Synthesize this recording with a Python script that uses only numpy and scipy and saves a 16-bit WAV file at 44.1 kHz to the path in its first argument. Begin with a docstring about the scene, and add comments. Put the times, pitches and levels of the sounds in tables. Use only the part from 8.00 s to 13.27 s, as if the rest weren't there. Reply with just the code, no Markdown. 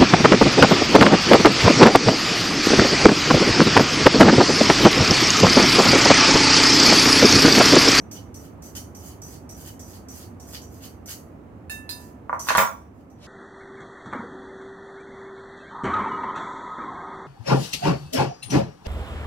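"""Spoon scraping a china bowl

In a tiled kitchen a steel spoon scrapes a small bowl, three or four strokes a second: filtered grains of slip.
The bowl clinks twice and is set down rocking on stone; the loose spoon bounces in it: decaying modes and noise.
A soft shuffle follows. Shaped noise rumbles below; the recorder's gain control ducks at the clatter.
"""
import sys
import numpy as np
from scipy import signal
from scipy.fft import rfft, irfft
from scipy.io import wavfile
from scipy.ndimage import uniform_filter1d

SR = 44100
rng = np.random.default_rng(int(sys.argv[2]) if len(sys.argv) > 2 else 0)


def to_wav(sig):
    """Store sig (one row per channel, or 1-D mono) as 16-bit WAV at the path in sys.argv[1].

    Samples outside -1..1 are clipped; the rate is SR.
    """
    pcm = np.clip(np.atleast_2d(sig), -1, 1) * 32767
    pcm = np.round(pcm).astype(np.int16)
    wavfile.write(sys.argv[1], SR, pcm.T)  # frames by channels


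N = 232362
TIME = np.arange(N) / SR
CUTOFF_HZ = 15800

# hiss of steel on china, broad shape: (frequency [Hz], relative level [dB])
HISS_SHAPE = [(300, -30.5), (1500, -0.5), (3800, -12.5), (4600, -2), (6500, 0.5), (9500, -2), (12000, -1),
              (15500, 0.5)]
# resonances on that hiss: (frequency [Hz], width [Hz], boost [dB])
HISS_RESONANCES = [(5030, 160, 6.1), (6030, 300, 6), (6620, 380, 5.6), (7800, 270, 4.4), (8940, 260, 2.1),
                   (10300, 200, 4), (12000, 550, 5.6), (12400, 280, 4), (13700, 470, 1.1)]


def from_db(db):
    """Decibels to amplitude gain."""
    return 10 ** (np.asarray(db) / 20)


def rms_one(x):
    """Scale to rms 1."""
    return x / np.sqrt(np.mean(x ** 2) + 1e-20)


def at_hz(points, hz):
    """Interpolate a table on a log-frequency axis."""
    points = np.array(points)
    log_hz = np.log(np.maximum(hz, 1))
    return np.interp(log_hz, np.log(points[:, 0]), points[:, 1])


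def add(out, start_s, sound):
    """Mix a short sound into out at start_s."""
    at = round(start_s * SR)
    out[at:at + len(sound)] += sound[:N - at]


def through(x, shape, peaks=(), size=4096):
    """Minimum-phase filter of a body: broad shape plus resonances; keeps the power of white noise."""
    hz = np.arange(size // 2 + 1) * SR / size
    level_db = at_hz(shape, hz)
    for peak_hz, width_hz, db in peaks:
        level_db = level_db + db / (1 + (2 * (hz - peak_hz) / width_hz) ** 2)
    low_cut = (hz + 1) / (hz + shape[0][0])
    gain = from_db(level_db) * low_cut / (1 + (hz / CUTOFF_HZ) ** 20)
    # fold the cepstrum to make the response causal
    cepstrum = irfft(np.log(gain))[:size // 2]
    cepstrum[0] = 0
    response = irfft(np.exp(rfft(2 * cepstrum, size)))
    return signal.fftconvolve(x, response / np.linalg.norm(response))[:N]


def struck(modes, spread_db):
    """Decaying sines (frequency [Hz], level [dB], t60 [s]), each level varied at random per blow."""
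    t = TIME[:SR]
    ring = np.zeros(len(t))
    for hz, db, t60_s in modes:
        strength = from_db(db + spread_db * rng.normal())
        ring += strength * np.sin(2 * np.pi * hz * t) * np.exp(-np.log(1000) * t / t60_s)
    return ring


def grains(per_s, spread_db):
    """Tiny slips of uneven size and random sign at random moments; rms 1."""
    sizes = from_db(spread_db * np.minimum(rng.exponential(1, N), 4))
    signed = sizes * rng.choice([-1, 1], N)
    return rms_one(signed * (rng.random(N) < per_s / SR))


def bursts(contacts, decay_s):
    """Each contact (time [s], level [dB]) chatters as decaying random-sign noise."""
    force = np.zeros(N)
    for start_s, db in contacts:
        add(force, start_s, from_db(db) * np.exp(-TIME[:SR // 4] / decay_s))
    return force * rng.choice([-1, 1], N)


def hump(peak_s, swell_s, fade_s):
    """Pressure that swells to 1 at peak_s and fades, Gaussian on each side."""
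    width_s = np.where(TIME < peak_s, swell_s, fade_s)
    return np.exp(-np.minimum(((TIME - peak_s) / width_s) ** 2, 50))


def tilted(pair, left_db):
    """Stereo balance: left over right by left_db."""
    return pair * from_db([[left_db / 2], [-left_db / 2]])


def room_tail(size=32768):
    """Diffuse reflections of even colour that die octave by octave; energy 1."""
    # kitchen reverberation: (frequency [Hz], t60 [s])
    kitchen_t60 = [(150, 0.33), (1000, 0.29), (3000, 0.21), (7000, 0.26), (11000, 0.29), (15000, 0.26)]
    t, hz = TIME[:size], np.arange(size // 2 + 1) * SR / size
    octave = np.round(np.log2(np.clip(hz, 125, 16000) / 125))
    white = rfft(rng.standard_normal(size))
    tail = np.zeros(size)
    for k in np.unique(octave):
        band = octave == k
        t60_s = at_hz(kitchen_t60, hz[band].mean())
        tail += irfft(white * band) * np.exp(-np.log(1000) * t / t60_s)
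    spectrum = rfft(tail * (1 - np.exp(-t / 0.001)))
    # even out the colour, then close the far end
    tail = irfft(spectrum / np.sqrt(np.abs(spectrum) + 1e-9)) / (1 + (t / 0.3) ** 10)
    return tail / np.linalg.norm(tail)


def kitchen(x, wet_db, left_db, lag_samples=4):
    """Direct sound, later on the right, plus a separate room tail per channel, power-normalised."""
    direct = np.array([x, np.roll(x, lag_samples)])
    echoes = np.array([signal.fftconvolve(x, room_tail())[:N] for channel in direct])
    wet = from_db(wet_db)
    return tilted((direct + wet * echoes) / np.hypot(1, wet), left_db)


def background(spectrum, level_db, left_db):
    """Steady shaped noise, much alike in both channels in the bass only."""
    # stereo image: (frequency [Hz], left-right likeness [0..1])
    likeness = [(60, 0.97), (130, 0.89), (250, 0.86), (500, 0.45), (1000, 0.15), (2500, 0.048), (10000, .1)]
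    hz = np.arange(N // 2 + 1) * SR / N
    alike = np.clip(at_hz(likeness, hz), 0, 1)
    gain = from_db(at_hz(spectrum, hz)) * hz / (hz + spectrum[0][0])
    mid, side = rfft(rng.standard_normal((2, N))) * gain
    pair = irfft(np.sqrt(1 + alike) * mid + np.sqrt(1 - alike) * side * [[1], [-1]], N)
    return tilted(from_db(level_db) * rms_one(pair), left_db)


def room_noise():
    """Low rumble and the faint air above it."""
    # rumble: (frequency [Hz], relative density [dB per Hz])
    rumble_spectrum = [(15, -51.5), (25, -25), (32, -18.5), (45, -27.5), (58, -2), (85, 1.5), (113, -1),
                       (128, -11.5), (149, -4.5), (179, -7), (249, -4.5), (266, -3.5), (415, -13),
                       (792, -17.5), (1300, -26.5), (1690, -51), (2860, -120)]
    # air: (frequency [Hz], relative density [dB per Hz])
    air_spectrum = [(600, -10.5), (1300, -2), (1900, -7), (2700, -14.5), (3400, -22.5), (5000, -28),
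                    (6500, -26.5), (9000, -30.5), (15500, -32)]
    rumble = background(rumble_spectrum, level_db=-41.5, left_db=-3.0)
    return rumble + background(air_spectrum, level_db=-61.0, left_db=-4.0)


def shuffle():
    """Soft swish of feet and clothes as the cook steps away: dense grains under an envelope."""
    # envelope: (time [s], level [dB])
    swish_levels = [(5.16, -70.5), (5.21, -51.5), (5.245, -40.5), (5.27, -49)]
    # spectrum: (frequency [Hz], relative level [dB])
    swish_shape = [(300, 9), (1600, -4), (3500, -3.5), (6000, -6), (10000, -18), (15500, -29)]
    level = from_db(np.interp(TIME, *np.transpose(swish_levels), left=-200))
    swish = through(level * grains(per_s=14000, spread_db=3.5), swish_shape)
    return kitchen(swish, wet_db=3.0, left_db=0.0)


def loose_spoon():
    """Let go, the spoon bounces in the bowl and its free modes ring high."""
    # bounces: (time [s], level [dB])
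    bounces = [(4.5723, -22.5), (4.581, -27.5), (4.603, -26.5)]
    # free spoon modes: (frequency [Hz], level [dB], t60 [s])
    spoon_modes = [(4883, -16, .25), (5825, -5, .13), (6595, -11, .17), (7903, -2, .07), (8936, -10, .13),
                   (10550, -11, .15), (11020, -1, .2), (12880, -1, .16), (14910, 1, .14), (15520, 5, .12)]
    ticks = through(bursts(bounces, decay_s=0.0081), HISS_SHAPE, HISS_RESONANCES)
    rings = np.zeros(N)
    for start_s, db in bounces:
        add(rings, start_s, from_db(db) * struck(spoon_modes, spread_db=3.9))
    return kitchen(from_db(2.0) * ticks + rings, wet_db=0.0, left_db=-2.5)


def clinks():
    """The china rings freely; the place struck sets the strength of each mode."""
    # clinks: (time [s], level [dB], place [0 rim .. 1 wall against the mixing bowl])
    clink_hits = [(3.697, -29, 0.03), (3.892, -30, 0.92)]
    # china and what it touches: (frequency [Hz], t60 [s], level at rim [dB], level at wall [dB])
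    china_modes = [(985, 1.2, -45, -17), (1750, .56, -2, -12), (2670, .37, -1, -7), (3716, .18, -9, -7),
                   (4097, .1, -22, 3), (4275, .14, -13, -1), (4414, .12, -22, -6), (4915, .21, -26, 0),
                   (6444, .14, -15, -25), (7630, .14, -10, -14), (9181, .15, -2, -3), (9609, .17, -30, -11),
                   (10835, .16, -15, -14), (11460, .18, -20, -10), (12580, .15, -22, -3),
                   (13430, .15, -20, -13), (14440, .11, -10, -9)]
    contacts = [(start_s, db - 2.5) for start_s, db, place in clink_hits]
    ticks = through(bursts(contacts, decay_s=0.017), HISS_SHAPE, HISS_RESONANCES)
    rings = np.zeros(N)
    for start_s, db, place in clink_hits:
        modes = [(hz, db + rim_db + place * (wall_db - rim_db), t60_s)
                 for hz, t60_s, rim_db, wall_db in china_modes]
        add(rings, start_s, struck(modes, spread_db=2.0))
    return kitchen(ticks, wet_db=27.0, left_db=0.0) + kitchen(rings, wet_db=1.5, left_db=-7.5)


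def rocking(count=20):
    """Landings of the foot, each with a fading run of uneven rebounds: (time, thud dB, crack dB)."""
    # landings: (time [s], thud [dB], crack [dB], mean rebound gap [s], rocking time [s])
    landings = [(4.295, -18, -52, .006, 0.007), (4.3287, -12, -48.5, .017, .048),
                (4.47, -28, -37.5, .008, .06), (4.487, -24.5, -3, .0068, .05),
                (4.5045, -10, -21, .0042, .025), (4.5505, -8, -7.5, .0058, .04),
                (4.5808, -2, -0.5, .0103, .07), (4.6009, -8, -20, .0105, 0.13)]
    fade_over_run_db, crack_softer_db, uneven_share = 26.5, 9, 0.128
    contacts = []
    for start_s, thud_db, crack_db, gap_s, lasts_s in landings:
        contacts.append((start_s, thud_db, crack_db))
        delays_s = np.cumsum(gap_s * (1 + uneven_share * rng.uniform(-1, 1, count)))
        for delay_s in delays_s[delays_s < lasts_s]:
            fade_db = fade_over_run_db * delay_s / lasts_s
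            contacts.append((start_s + delay_s, thud_db - fade_db, crack_db - fade_db - crack_softer_db))
    return contacts


def setting_down():
    """The foot rocks to rest on stone: modal thuds, a slab boom on heavy knocks, cracks on hard ones."""
    # bowl on stone: (frequency [Hz], level [dB], t60 [s])
    foot_modes = [(580, -17, 0.031), (673, -15, 0.054), (835, -27.5, 0.024), (994, -5.5, 0.062),
                  (1087, -3, 0.023), (1145, -2.5, 0.022), (1395, -6, 0.029), (1770, -10, 0.01),
                  (2085, -27, .012)]
    # counter slab: (frequency [Hz], level [dB], t60 [s])
    slab_modes = [(112, -26.5, 0.11), (198, -14, 0.072), (340, -20, .06)]
    # bright edge of a hard knock: (frequency [Hz], relative level [dB])
    crack_shape = [(400, -7), (1500, 14.5), (3400, 4.5), (6200, -4), (7500, -6), (15500, -17)]
    # its resonances: (frequency [Hz], width [Hz], boost [dB])
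    crack_resonances = [(2690, 130, 1), (3600, 600, 2), (6100, 720, 3.8)]
    thuds, boom, contacts = np.zeros(N), np.zeros(N), rocking()
    for start_s, thud_db, crack_db in contacts:
        force = from_db(thud_db)
        add(thuds, start_s, force * struck(foot_modes, spread_db=2.5))
        # squared: the slab favours heavy knocks
        add(boom, start_s, force ** 2 * struck(slab_modes, spread_db=2))
    # the small bowl radiates no bass, and the contact is too long to excite the treble
    lowest_hz, contact_hz = 540, 2150
    band = signal.butter(4, [lowest_hz, contact_hz], "band", fs=SR, output="sos")
    thuds = signal.sosfilt(band, thuds + 1e-18)
    hard = [(start_s, crack_db) for start_s, thud_db, crack_db in contacts]
    cracks = through(bursts(hard, decay_s=0.0018), crack_shape, crack_resonances)
    return kitchen(thuds + boom, wet_db=-0.5, left_db=-3.0) + kitchen(cracks, wet_db=7.0, left_db=-1.5)


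def scraping():
    """Strokes land with a tick and drag: fine slips hiss in the belly, the edge rasps lower at the rim."""
    # strokes, landing to rim: (time [s], length [s], tap [dB], belly hiss [dB], rim rasp [dB])
    strokes = [(.113, 0.048, -28.5, -49, -46.5), (0.343, 0.11, -32, -53.5, -55.5),
               (0.622, 0.064, -33.5, -47.5, -71), (0.751, 0.011, -29, -34.5, -42),
               (0.949, 0.15, -34, -45, -51), (1.218, 0.12, -31.5, -46, -50.5),
               (1.492, 0.18, -30.5, -47, -40.5), (1.794, .16, -30.5, -48, -48.5),
               (2.085, 0.13, -31.5, -41.5, -44.5), (2.399, 0.15, -34.5, -46, -39.5),
               (2.617, 0.224, -35.5, -53, -40.5), (3.059, 0.049, -34, -36, -38),
               (3.9, 0.18, -60, -51.5, -63.5), (4.394, 0.094, -20, -43, -28),
               (4.924, 0.076, -77, -67, -68.5)]
    # light touches with no drag: (time [s], level [dB])
    touches = [(.001, -47.5), (4.294, -53), (4.329, -43.5), (5.1, -46)]
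    # tap and rasp, broad shapes: (frequency [Hz], relative level [dB])
    tap_shape = [(400, -26), (1500, -2.5), (3800, -11), (5000, 0), (7000, 3), (10500, -5), (15500, -2.5)]
    rasp_shape = [(300, 0.5), (1200, -0.5), (1900, -1.5), (3300, -3), (4800, 4.5), (6500, -2.5),
                  (9000, -33), (15500, -27)]
    # their resonances: (frequency [Hz], width [Hz], boost [dB])
    tap_resonances = [(6000, 320, 16.3), (6860, 360, 5), (8100, 210, 6), (8990, 250, 3.3),
                      (11800, 550, 7.4), (11940, 500, 6)]
    rasp_resonances = [(2800, 270, 3.4), (3040, 310, 13), (3430, 200, 2.7), (4554, 200, 8.2),
                       (4800, 110, 3.5)]
    # held spoon, damped by the fingers: (frequency [Hz], level [dB], t60 [s])
    held_modes = [(5902, -8, 0.052), (5990, -9, .04), (7740, -13.5, 0.027), (9030, -15, .03)]
    rebound_s, rebound_loss_db = 0.018, 10
    # belly place and width as shares of the stroke
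    belly_at, belly_width, belly_least_s = 0.62, 0.27, 0.017
    # rim hiss relative to its rasp; belly rasp relative to its hiss
    rim_swell_s, rim_fade_s, rim_hiss_db, belly_rasp_db = 0.023, 0.016, -1, -13

    slips, catches = grains(per_s=1500, spread_db=5.5), grains(per_s=470, spread_db=5.0)
    drag, taps = np.zeros(N), list(touches)
    for start_s, length_s, tap_db, hiss_db, rasp_db in strokes:
        taps += [(start_s, tap_db), (start_s + rebound_s, tap_db - rebound_loss_db)]
        near = (TIME >= start_s) & (TIME < start_s + 2 * length_s + np.pi * rim_fade_s)
        width_s = belly_least_s + belly_width * length_s
        belly = from_db(hiss_db) * hump(start_s + belly_at * length_s, width_s, width_s)[near]
        rim = from_db(rasp_db) * hump(start_s + length_s, rim_swell_s, rim_fade_s)[near]
        hiss = np.hypot(belly, from_db(rim_hiss_db) * rim)
        rasp = np.hypot(rim, from_db(belly_rasp_db) * belly)
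        for force, pressure, shape, peaks in ((slips, hiss, HISS_SHAPE, HISS_RESONANCES),
                                              (catches, rasp, rasp_shape, rasp_resonances)):
            # each stroke touches another spot, so the resonances answer with other strengths
            spot = [(hz, width_hz, db * rng.uniform(0.5, 1.5)) for hz, width_hz, db in peaks]
            add(drag, start_s, through(pressure * rms_one(force[near]), shape, spot))
    contacts = [(start_s, db - 3) for start_s, db in taps]
    ticks = through(bursts(contacts, decay_s=0.0058), tap_shape, tap_resonances)
    for start_s, db in taps:
        add(ticks, start_s, from_db(db) * struck(held_modes, spread_db=1.5))
    return kitchen(ticks, wet_db=8.5, left_db=-2.5) + kitchen(drag, wet_db=7.0, left_db=-2.0)


def scene():
    """Everything at the counter, over the noise of the room."""
    return room_noise() + shuffle() + loose_spoon() + clinks() + setting_down() + scraping()


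def gain_control(x, threshold_db, sink_db_per_s):
    """Sound over the threshold turns the gain down; it never recovers and sinks slowly throughout."""
    power = uniform_filter1d(np.mean(x ** 2, axis=0), size=441)  # 10 ms
    over_db = np.maximum(10 * np.log10(np.maximum(power, 1e-12)) - threshold_db, 0)
    sink_db = sink_db_per_s * TIME
    reduction_db = np.maximum.accumulate(over_db - sink_db) + sink_db
    return x * from_db(-uniform_filter1d(reduction_db, size=88))  # 2 ms


def record(dry):
    """Gain control, rounded peaks, and a steep cut at the top."""
    rounded = np.tanh(gain_control(dry, threshold_db=-12.0, sink_db_per_s=0.5))
    low_pass = signal.ellip(12, 0.1, 80, CUTOFF_HZ, fs=SR, output="sos")
    return signal.sosfilt(low_pass, rounded)


dry = scene()
out = record(dry)
to_wav(out)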